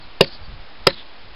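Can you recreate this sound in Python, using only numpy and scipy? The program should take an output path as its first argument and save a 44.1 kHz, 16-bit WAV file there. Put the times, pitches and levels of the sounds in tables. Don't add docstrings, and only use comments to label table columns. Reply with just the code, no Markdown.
import sys
import numpy as np
from scipy import signal
from scipy.fft import irfft
from scipy.io import wavfile

SR = 44100
rng = np.random.default_rng(int(sys.argv[2]) if len(sys.argv) > 2 else 0)


def unload_wav(signal):
    wavfile.write(
        sys.argv[1],
        SR,
        np.round(np.clip(np.atleast_2d(signal).T, -1, 1) * 32767).astype(np.int16),
    )


N = 59535
TIME_S = np.arange(N) / SR
BAND_EDGE_HZ = 5280

# frequency in Hz, relative density in dB.
HISS_SPECTRUM = [(88, -49), (150, -11.5), (211, -2.5), (323, -4), (364, -5), (434, -5), (749, -2.5),
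                 (1690, -6), (3970, -8), (5100, -11.5), (6630, -2), (11200, -120)]
# frequency in Hz, relative density in dB.
BUFFET_SPECTRUM = [(15, 0), (35, -2), (70, -7), (130, -13.5), (250, -32.5), (600, -61)]
# time in seconds, level in dB.
GUST_LEVELS = [(0, -44.5), (.15, -52.5), (.378, -49.5), (.414, -37.5), (.46, -44), (.482, -34.5),
               (.52, -31.5), (.566, -43), (.62, -42.5), (.67, -50.5), (.73, -60), (.81, -45), (1.0, -52),
               (1.15, -58.5), (1.22, -46.5), (1.26, -44.5), (1.35, -49)]
# start and length in seconds, start and end pitch in Hz, level in dB.
BIRD_CALLS = [(.014, .042, 4650, 3850, -48), (.09, .06, 3600, 2650, -53), (.425, .052, 4570, 4520, -50)]
# start in seconds, gain in dB, extra crack gain in dB.
TOOL_BLOWS = [(.2087, -2, -1.5), (.8693, -3, 4.5)]
# frequency in Hz, relative density in dB for blow 1 and for blow 2.
CRACK_SPECTRA = [(200, 2, 3), (600, -12.5, -19), (1240, -1, 1.5), (2040, -8, -0.5), (2630, 5.5, -1.5),
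                 (3140, -9, 1), (3940, -12, 5), (4540, -20, -28), (4470, 6, -0.5), (4850, -7, 6.5)]
# frequency in Hz, level in dB, T60 in seconds.
SLEEPER_MODES = [(158.7, -4.5, 0.038), (345, -30, 0.24), (383.2, 0, 0.042), (529.5, 10, .018),
                 (549.4, 1, 0.058), (727, -21.5, 0.073), (904, -15, 0.057), (991, -19, 0.062)]
# frequency in Hz, T60 in seconds, level in dB for blow 1 and for blow 2.
STEEL_MODES = [(1318, 0.035, -21, -8.5), (1822, 0.039, -11, -7.5), (2067, 0.013, -10, -1),
               (2450, 0.026, -17.5, -9), (2788, 0.02, 3.5, -1.5), (3167, 0.024, -10.5, -4),
               (3320, .05, -16, -30), (3632, 0.024, -4, -13), (3815, 0.033, -10, -5.5),
               (4307, 0.043, -25, -29), (4378, 0.057, -14.5, -37), (4785, 0.047, -11.5, -34),
               (4980, 0.012, -2, 7)]
# frequency in Hz, relative density in dB.
THUD_SPECTRUM = [(30, -20), (90, -2), (165, 6.5), (260, 0), (380, -14), (800, -30)]
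# frequency in Hz, relative density in dB for blow 1 and for blow 2.
SCATTER_SPECTRA = [(89.3, -14, -11), (348, 10.5, 11), (580, 13.5, -2), (740, -4, -9), (1290, -15, -2),
                   (1940, -8, 3), (2176, -7, 2), (2550, 6, -8), (3260, -4, -1), (3630, -3, -16),
                   (4040, -3, 10.5), (4500, -11, -13), (4900, -5, -4), (5400, -2, 4)]
# delay and spread in seconds, level in dB, width in Hz,
# centre in Hz for blow 1 and for blow 2.
ECHO_BANDS = [(0.034, 0.0043, -26, 128, 4540, 4110), (.038, 0.0031, -30, 1190, 2600, 2000),
              (.066, 0.0098, -37, 388, 4500, 4020), (0.122, 0.027, -40, 700, 4520, 3515)]


def from_db(db):
    return 10 ** (np.asarray(db) / 20)


def noise(spectrum):
    hz, db = np.transpose(spectrum)
    bins_hz = np.maximum(np.fft.rfftfreq(N, 1 / SR), 1)
    gain = from_db(np.interp(np.log(bins_hz), np.log(hz), db)) * (bins_hz < BAND_EDGE_HZ * 1.1)
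    x = irfft(gain * np.exp(2j * np.pi * rng.random(len(bins_hz))), N)
    return x / x.std()


def decay(age_s, t60_s):
    return (age_s >= 0) * np.exp(-np.log(1000) * np.maximum(age_s, 0) / t60_s)


def bell(age_s, peak_s, spread_s):
    return np.exp(-.5 * ((age_s - peak_s) / spread_s) ** 2)


def contact_rise(age_s, rise_s=0.00041):
    return (1 - np.exp(-np.maximum(age_s, 0) / rise_s)) ** 2


def ring(age_s, modes):
    return sum((-1) ** k * from_db(db) * decay(age_s, t60_s) * np.sin(2 * np.pi * hz * age_s)
               for k, (hz, db, t60_s) in enumerate(modes))


def low_pass(x, hz):
    taps = signal.firwin(301, hz, window=("kaiser", 9), fs=SR)
    return signal.fftconvolve(x, taps[None], "same")


def wind():
    gust_db = np.interp(TIME_S, *np.transpose(GUST_LEVELS))
    return from_db(-47) * noise(HISS_SPECTRUM) + from_db(gust_db) * noise(BUFFET_SPECTRUM)


def birds(waver_rms_hz=80):
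    out = np.zeros(N)
    for start_s, length_s, start_hz, end_hz, db in BIRD_CALLS:
        progress = np.clip((TIME_S - start_s) / length_s, 0, 1)
        hz = start_hz + (end_hz - start_hz) * progress + waver_rms_hz * noise(BUFFET_SPECTRUM)
        envelope = np.sqrt(np.abs(np.sin(np.pi * progress)))
        out += from_db(db) * envelope * np.sin(2 * np.pi * np.cumsum(hz) / SR)
    return out


def rail_forerunner(age_s, lead_s=0.0025, hz=1080):
    progress = np.clip(age_s / lead_s + 1, 0, 10)
    envelope = progress * np.exp(1 - progress ** 2)
    return from_db(-18) * envelope * np.sin(2 * np.pi * hz * age_s)


def contact_crack(age_s, spot, gain_db):
    envelope = bell(age_s, peak_s=0.0025, spread_s=0.0017) * contact_rise(age_s)
    spectrum = [(hz, db[spot]) for hz, *db in CRACK_SPECTRA]
    return from_db(gain_db - 1.5) * envelope * noise(spectrum)


def sleeper_knock(age_s):
    return -ring(age_s, SLEEPER_MODES)


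def steel_ring(age_s, spot):
    modes = [(hz, db[spot], t60_s) for hz, t60_s, *db in STEEL_MODES]
    return ring(age_s, modes) * contact_rise(age_s)


def ground_thud(age_s):
    return from_db(-26) * decay(age_s, t60_s=0.21) * noise(THUD_SPECTRUM)


def ballast_scatter(age_s, spot):
    spectrum = [(hz, db[spot]) for hz, *db in SCATTER_SPECTRA]
    return from_db(-14) * decay(age_s, t60_s=0.11) * noise(spectrum)


def echoes(age_s, spot):
    out = np.zeros(N)
    hz = np.geomspace(300, BAND_EDGE_HZ, 200)
    for delay_s, spread_s, db, width_hz, *centre_hz in ECHO_BANDS:
        band_db = -10 * np.log10(1 + (2 * (hz - centre_hz[spot]) / width_hz) ** 2)
        out += from_db(db) * bell(age_s, delay_s, spread_s) * noise(np.c_[hz, band_db])
    return out


def scene():
    out = wind() + birds()
    for spot, (start_s, gain_db, crack_db) in enumerate(TOOL_BLOWS):
        age_s = TIME_S - start_s
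        blow = rail_forerunner(age_s) + contact_crack(age_s, spot, crack_db)
        blow += sleeper_knock(age_s) + steel_ring(age_s, spot) + ground_thud(age_s)
        out += from_db(gain_db) * (blow + ballast_scatter(age_s, spot) + echoes(age_s, spot))
    return out[None]


def record(dry, overload_level=1.125, gain_db=1.85, dc_offset=0.015):
    overloaded = overload_level * np.tanh(dry / overload_level)
    narrow = low_pass(overloaded, BAND_EDGE_HZ)
    clipped = np.clip(from_db(gain_db) * narrow + dc_offset, -1, 1)
    return low_pass(clipped, hz=15800)


dry = scene()
out = record(dry)
unload_wav(out)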